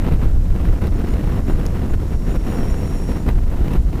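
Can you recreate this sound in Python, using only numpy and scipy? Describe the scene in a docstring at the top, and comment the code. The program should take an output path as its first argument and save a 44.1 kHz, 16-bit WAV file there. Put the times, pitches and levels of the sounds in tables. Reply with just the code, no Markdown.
"""Downhill bus at an open window

A bus rolls downhill into a bend. Its turbulent slipstream buffets the microphone and tears past
in ragged gusts, over the rumble of road and body and a faint, high hiss. Before the bend, friction
makes the brakes rub, sing thinly and squeak; a loose fitting ticks once."""
import sys
import numpy as np
from scipy import signal
from scipy.io import wavfile

SR = 44100
rng = np.random.default_rng(int(sys.argv[2]) if len(sys.argv) > 2 else 0)


def unload_audio(sound):
    """Save the sound as a 16-bit wav file, at the path given as the first command line argument."""
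    columns = np.transpose(np.atleast_2d(sound))
    # keep every value between -1 and 1, then stretch to whole-number steps
    steps = np.round(np.clip(columns, -1, 1) * 32767)
    wavfile.write(sys.argv[1], SR, steps.astype(np.int16))


N = 176400
TIME = np.arange(N) / SR


def from_db(db):
    """Amplitude grows tenfold for every 20 dB."""
    return 10 ** (np.asarray(db) / 20)


def unit_rms(x):
    """Normalisation to a mean power of one."""
    return x / np.sqrt(np.mean(x ** 2) + 1e-20)


def contour(rows):
    """Linear interpolation between (seconds, value) rows."""
    return np.interp(TIME, *np.transpose(rows))


def drift(rate_hz):
    """Low-pass filtered noise wanders smoothly; rms 1."""
    pole = np.exp(-2 * np.pi * rate_hz / SR)
    return unit_rms(signal.lfilter([1], [1, -2 * pole, pole * pole], rng.standard_normal(N + SR))[SR:])


def resonant_band(x, hz, width_hz):
    """Two like resonators in series pass a band about their natural frequency; rms 1."""
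    radius = np.exp(-np.pi * width_hz / SR)
    resonator = [1, 0, -1], [1, -2 * radius * np.cos(2 * np.pi * hz / SR), radius * radius]
    return unit_rms(signal.lfilter(*resonator, signal.lfilter(*resonator, x)))


def coloured_noise(spectrum):
    """Weighted half-octave bands of white noise add up to a given spectrum; rms 1."""
    hz, db = np.transpose(spectrum)
    edges = 8 * 2 ** np.arange(0, 11.5, .5)
    centres = np.sqrt(edges[1:] * edges[:-1])
    white = rng.standard_normal((2, N + SR))
    roll_off = np.minimum(1, hz[-1] / centres) ** 2 * np.minimum(1, centres / hz[0]) ** 2
    gains = from_db(np.interp(np.log(centres), np.log(hz), db)) * roll_off
    total = np.zeros(N)
    for k, gain in enumerate(gains):
        band = signal.butter(2, edges[k:k + 2], "band", fs=SR, output="sos")
        total += gain * signal.sosfilt(band, white[k % 2])[SR:]
    return unit_rms(total)


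# Slow pressure swings on the microphone. Each row: time in seconds, relative level in dB.
BUFFET_LEVELS = [(0.0, -14.5), (0.24, -10.0), (0.92, -12), (1.04, -15.0), (1.36, -12), (1.8, -15.5),
                 (1.92, -12), (2.12, -15.5), (2.32, -14.5), (2.52, -18), (3.16, -14), (3.36, -12.5),
                 (3.72, -15.5), (3.98, -15.0)]
# Their spectrum. Each row: frequency in Hz, relative spectral density in dB.
BUFFET_SPECTRUM = [(8, -7.5), (14, -1), (30, 0.5), (45, -4), (70, -5), (100, -15), (160, -26.5), (300, -37),
                   (800, -72)]
# Large eddies. Each row: peak time in seconds, swell in dB.
THUD_SWELLS = [(.14, 4.5), (.28, 2), (.37, 4.5), (.49, 3.5), (.70, 7), (.89, 6), (1.15, 4.5), (1.55, 8.5),
               (1.94, 9), (2.15, 10.5), (2.37, 6.5), (2.73, 5), (3.33, 3.5), (3.62, 12.5), (3.79, 11.5)]

def buffet(gain_db=-3, thud_half_width_s=0.018):
    """Turbulent pressure: eddies push on the microphone, and the largest swell into thuds."""
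    swell_db = sum(db * np.exp(-((TIME - s) / thud_half_width_s) ** 2) for s, db in THUD_SWELLS)
    return from_db(gain_db + contour(BUFFET_LEVELS) + swell_db) * coloured_noise(BUFFET_SPECTRUM)


# Airflow past the window. Each row: time in seconds, relative level in dB.
GUST_LEVELS = [(0.0, -31), (0.01, -35.5), (0.07, -33.5), (0.11, -38), (0.13, -29.5), (0.18, -44.5),
               (0.24, -32), (0.3, -44), (0.43, -44), (0.68, -33.5), (0.79, -40), (0.8, -51), (0.82, -30),
               (0.89, -37.5), (0.9, -53), (0.93, -38), (1.04, -35), (1.39, -34.5), (1.43, -47.5),
               (1.5, -30), (1.55, -37.5), (1.6, -34.5), (1.64, -38), (1.66, -32.5), (1.7, -42),
               (1.77, -33.5), (1.93, -40.5), (1.94, -27), (1.96, -49), (2.03, -36.5), (2.07, -42.5),
               (2.15, -35), (2.17, -48.5), (2.27, -38), (2.28, -33), (2.34, -37), (2.36, -28.5),
               (2.38, -43.5), (2.49, -33.5), (3.03, -37.5), (3.07, -41.5), (3.1, -31), (3.15, -39.5),
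               (3.16, -32), (3.24, -44.5), (3.29, -26.5), (3.34, -43), (3.39, -37.5), (3.4, -47.5),
               (3.44, -36.5), (3.45, -49), (3.48, -41.5), (3.77, -31), (3.78, -41), (3.83, -49),
               (3.9, -39.5), (3.91, -51), (3.94, -36.5), (3.99, -38.5), (4.0, -37)]
# Rushing air, also heard in the slaps. Each row: frequency in Hz, relative spectral density in dB.
AIR_SPECTRUM = [(50, -1.5), (150, 4), (270, -1.5), (400, -7), (700, -16), (1100, -20.5), (2000, -26),
                (4000, -38), (6500, -50.5), (10500, -45), (15000, -43)]

def rush(gain_db=10.5, eddy_db=1.35, sputter_db=2.5):
    """Flow noise: gusts tear past, amplitude-modulated by eddies and a finer sputter."""
    ragged_db = eddy_db * drift(rate_hz=55) + sputter_db * drift(rate_hz=276)
    return from_db(gain_db + contour(GUST_LEVELS) + ragged_db) * coloured_noise(AIR_SPECTRUM)


# Rumble of road and body. 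Each row: frequency in Hz, relative spectral density in dB.
ROAD_SPECTRUM = [(40, -1), (160, 2.5), (290, -4), (450, -16), (1000, -28.5), (2000, -38.5), (4000, -37),
                 (8000, -37), (10500, -43.5), (15000, -45)]

def road(level_db=-30):
    """Structure-borne sound: tyres and running gear rumble steadily through the body."""
    return from_db(level_db) * coloured_noise(ROAD_SPECTRUM)


def friction_tone(hz, tremble_hz):
    """Random frequency and amplitude modulation roughen a friction-driven mode; rms 1."""
    phase = 2 * np.pi * np.cumsum(hz + tremble_hz * drift(rate_hz=120)) / SR
    roughness_db = 2.8 * drift(rate_hz=64)
    return unit_rms(np.sin(phase) * from_db(roughness_db))


# Brake pressure, given as loudness. Each row: time in seconds, relative level in dB.
BRAKE_LEVELS = [(0, -22), (.55, -22), (.7, -13), (1.45, -10), (2.0, -12), (2.3, -5), (2.45, -4.5), (2.6, 0),
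                (2.9, -.5), (3.12, 1.5), (3.27, -17), (4, -22)]
# Tuning of the drum as pressure builds. Each row: time in seconds, frequency ratio.
DRUM_TUNING = [(0, .975), (1.55, .975), (2.2, .997), (2.6, 1.002), (4, .995)]
# The drum's two modes. Each entry: nominal frequency in Hz.
DRUM_HZ = [5562, 10438]
# The same modes. Each row: rms pitch tremble at full pressure in Hz, relative level in dB.
DRUM_MODES = [(36, -52), (40, -59)]
# Rubbing linings. Each row: frequency in Hz, relative spectral density in dB.
RUB_SPECTRUM = [(2500, -29), (5000, -10), (6800, 6), (8500, -1), (10500, -2), (15000, -14)]

def brakes(rub_db=-55, light_touch_spread=4):
    """Friction hisses and sustains the drum's modes, which sing more purely under full pressure."""
    pressure = from_db(contour(BRAKE_LEVELS))
    tuning = contour(DRUM_TUNING)
    spread = light_touch_spread ** (1 - pressure / pressure.max())
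    drum = sum(from_db(db) * friction_tone(hz * tuning, tremble_hz * spread)
               for hz, (tremble_hz, db) in zip(DRUM_HZ, DRUM_MODES))
    rub = from_db(rub_db) * coloured_noise(RUB_SPECTRUM)
    return pressure * (drum + rub)


def whine(level_db=-65.5):
    """Narrow-band noise is heard as a faint, pitched hiss high above the rest."""
    return from_db(level_db) * resonant_band(rng.standard_normal(N), hz=12150, width_hz=800)


# Sharp slaps of air. Each row: peak time in seconds, peak level in dB.
AIR_SLAPS = [(.822, -35), (.873, -29.5), (1.14, -30.5), (1.659, -31), (2.361, -37), (3.291, -23),
             (3.737, -26)]

def slaps(rise_s=0.0043, fall_s=0.00082, low_cut_hz=199):
    """Pressure transients: an eddy grows exponentially for milliseconds and breaks off at once."""
    envelope = sum(from_db(db) * np.exp(-np.maximum((s - TIME) / rise_s, (TIME - s) / fall_s))
                   for s, db in AIR_SLAPS)
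    low_cut = signal.butter(2, low_cut_hz, "high", fs=SR, output="sos")
    air = signal.sosfilt(low_cut, coloured_noise(AIR_SPECTRUM))
    brightened = signal.lfilter([1, -.96], [1, -.7], air)
    return envelope * unit_rms(brightened)


# Grabs of the linings. Each row: peak time in seconds, length in seconds, relative level in dB.
LINING_GRABS = [(0.963, 0.045, -8), (1.12, .06, -4), (1.517, 0.055, -3), (1.913, .04, -3.5),
                (2.123, 0.068, -8), (2.32, 0.05, -0.5), (2.534, .08, -2.5), (2.71, .05, -2),
                (2.786, 0.029, 2), (2.88, 0.03, 0), (2.973, 0.083, -3.5), (3.22, 0.078, -4.5)]
# The two squeaking modes. Each entry: centre frequency in Hz.
GRAB_HZ = [6980, 9050]
# The same modes. Each row: rms pitch tremble in Hz, relative level in dB.
GRAB_MODES = [(90, -53), (90, -55)]

def squeaks(wander_hz=60):
    """Friction-excited vibration: the linings grab and a second pair of modes swells briefly."""
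    envelope = sum(from_db(db) * np.exp(-2 * ((TIME - s) / length) ** 2)
                   for s, length, db in LINING_GRABS)
    tones = sum(from_db(db) * friction_tone(hz + wander_hz * drift(rate_hz=4), tremble_hz)
                for hz, (tremble_hz, db) in zip(GRAB_HZ, GRAB_MODES))
    return envelope * tones


# Modes of the loose fitting. Each row: frequency in Hz, resonator width in Hz, relative level in dB.
FITTING_MODES = [(5300, 1000, -2), (6100, 1000, 0), (10400, 2200, -5)]

def tick(peak_s=1.665, gain_db=-31, decay_s=.0007):
    """Impact excitation: one brief contact sounds the bright resonances of a loose fitting."""
    contact = rng.standard_normal(N)
    ring = sum(from_db(db) * resonant_band(contact, hz, width_hz) for hz, width_hz, db in FITTING_MODES)
    envelope = 1 / np.cosh(np.clip((TIME - peak_s) / decay_s, -20, 20))
    return from_db(gain_db) * envelope * ring


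def scene():
    """Superposition: the wind and the sounds of the bus add in one channel."""
    return (buffet() + rush() + road() + brakes() + whine() + slaps() + squeaks() + tick())[None]


def record(dry):
    """Soft saturation in the microphone rounds the largest swings; a low-pass filter cuts the top."""
    ceiling, cutoff_hz = 0.82, 15500
    rounded = ceiling * np.tanh(dry / ceiling)
    return signal.sosfilt(signal.ellip(12, .1, 80, cutoff_hz, fs=SR, output="sos"), rounded)


dry = scene()
out = record(dry)
unload_audio(out)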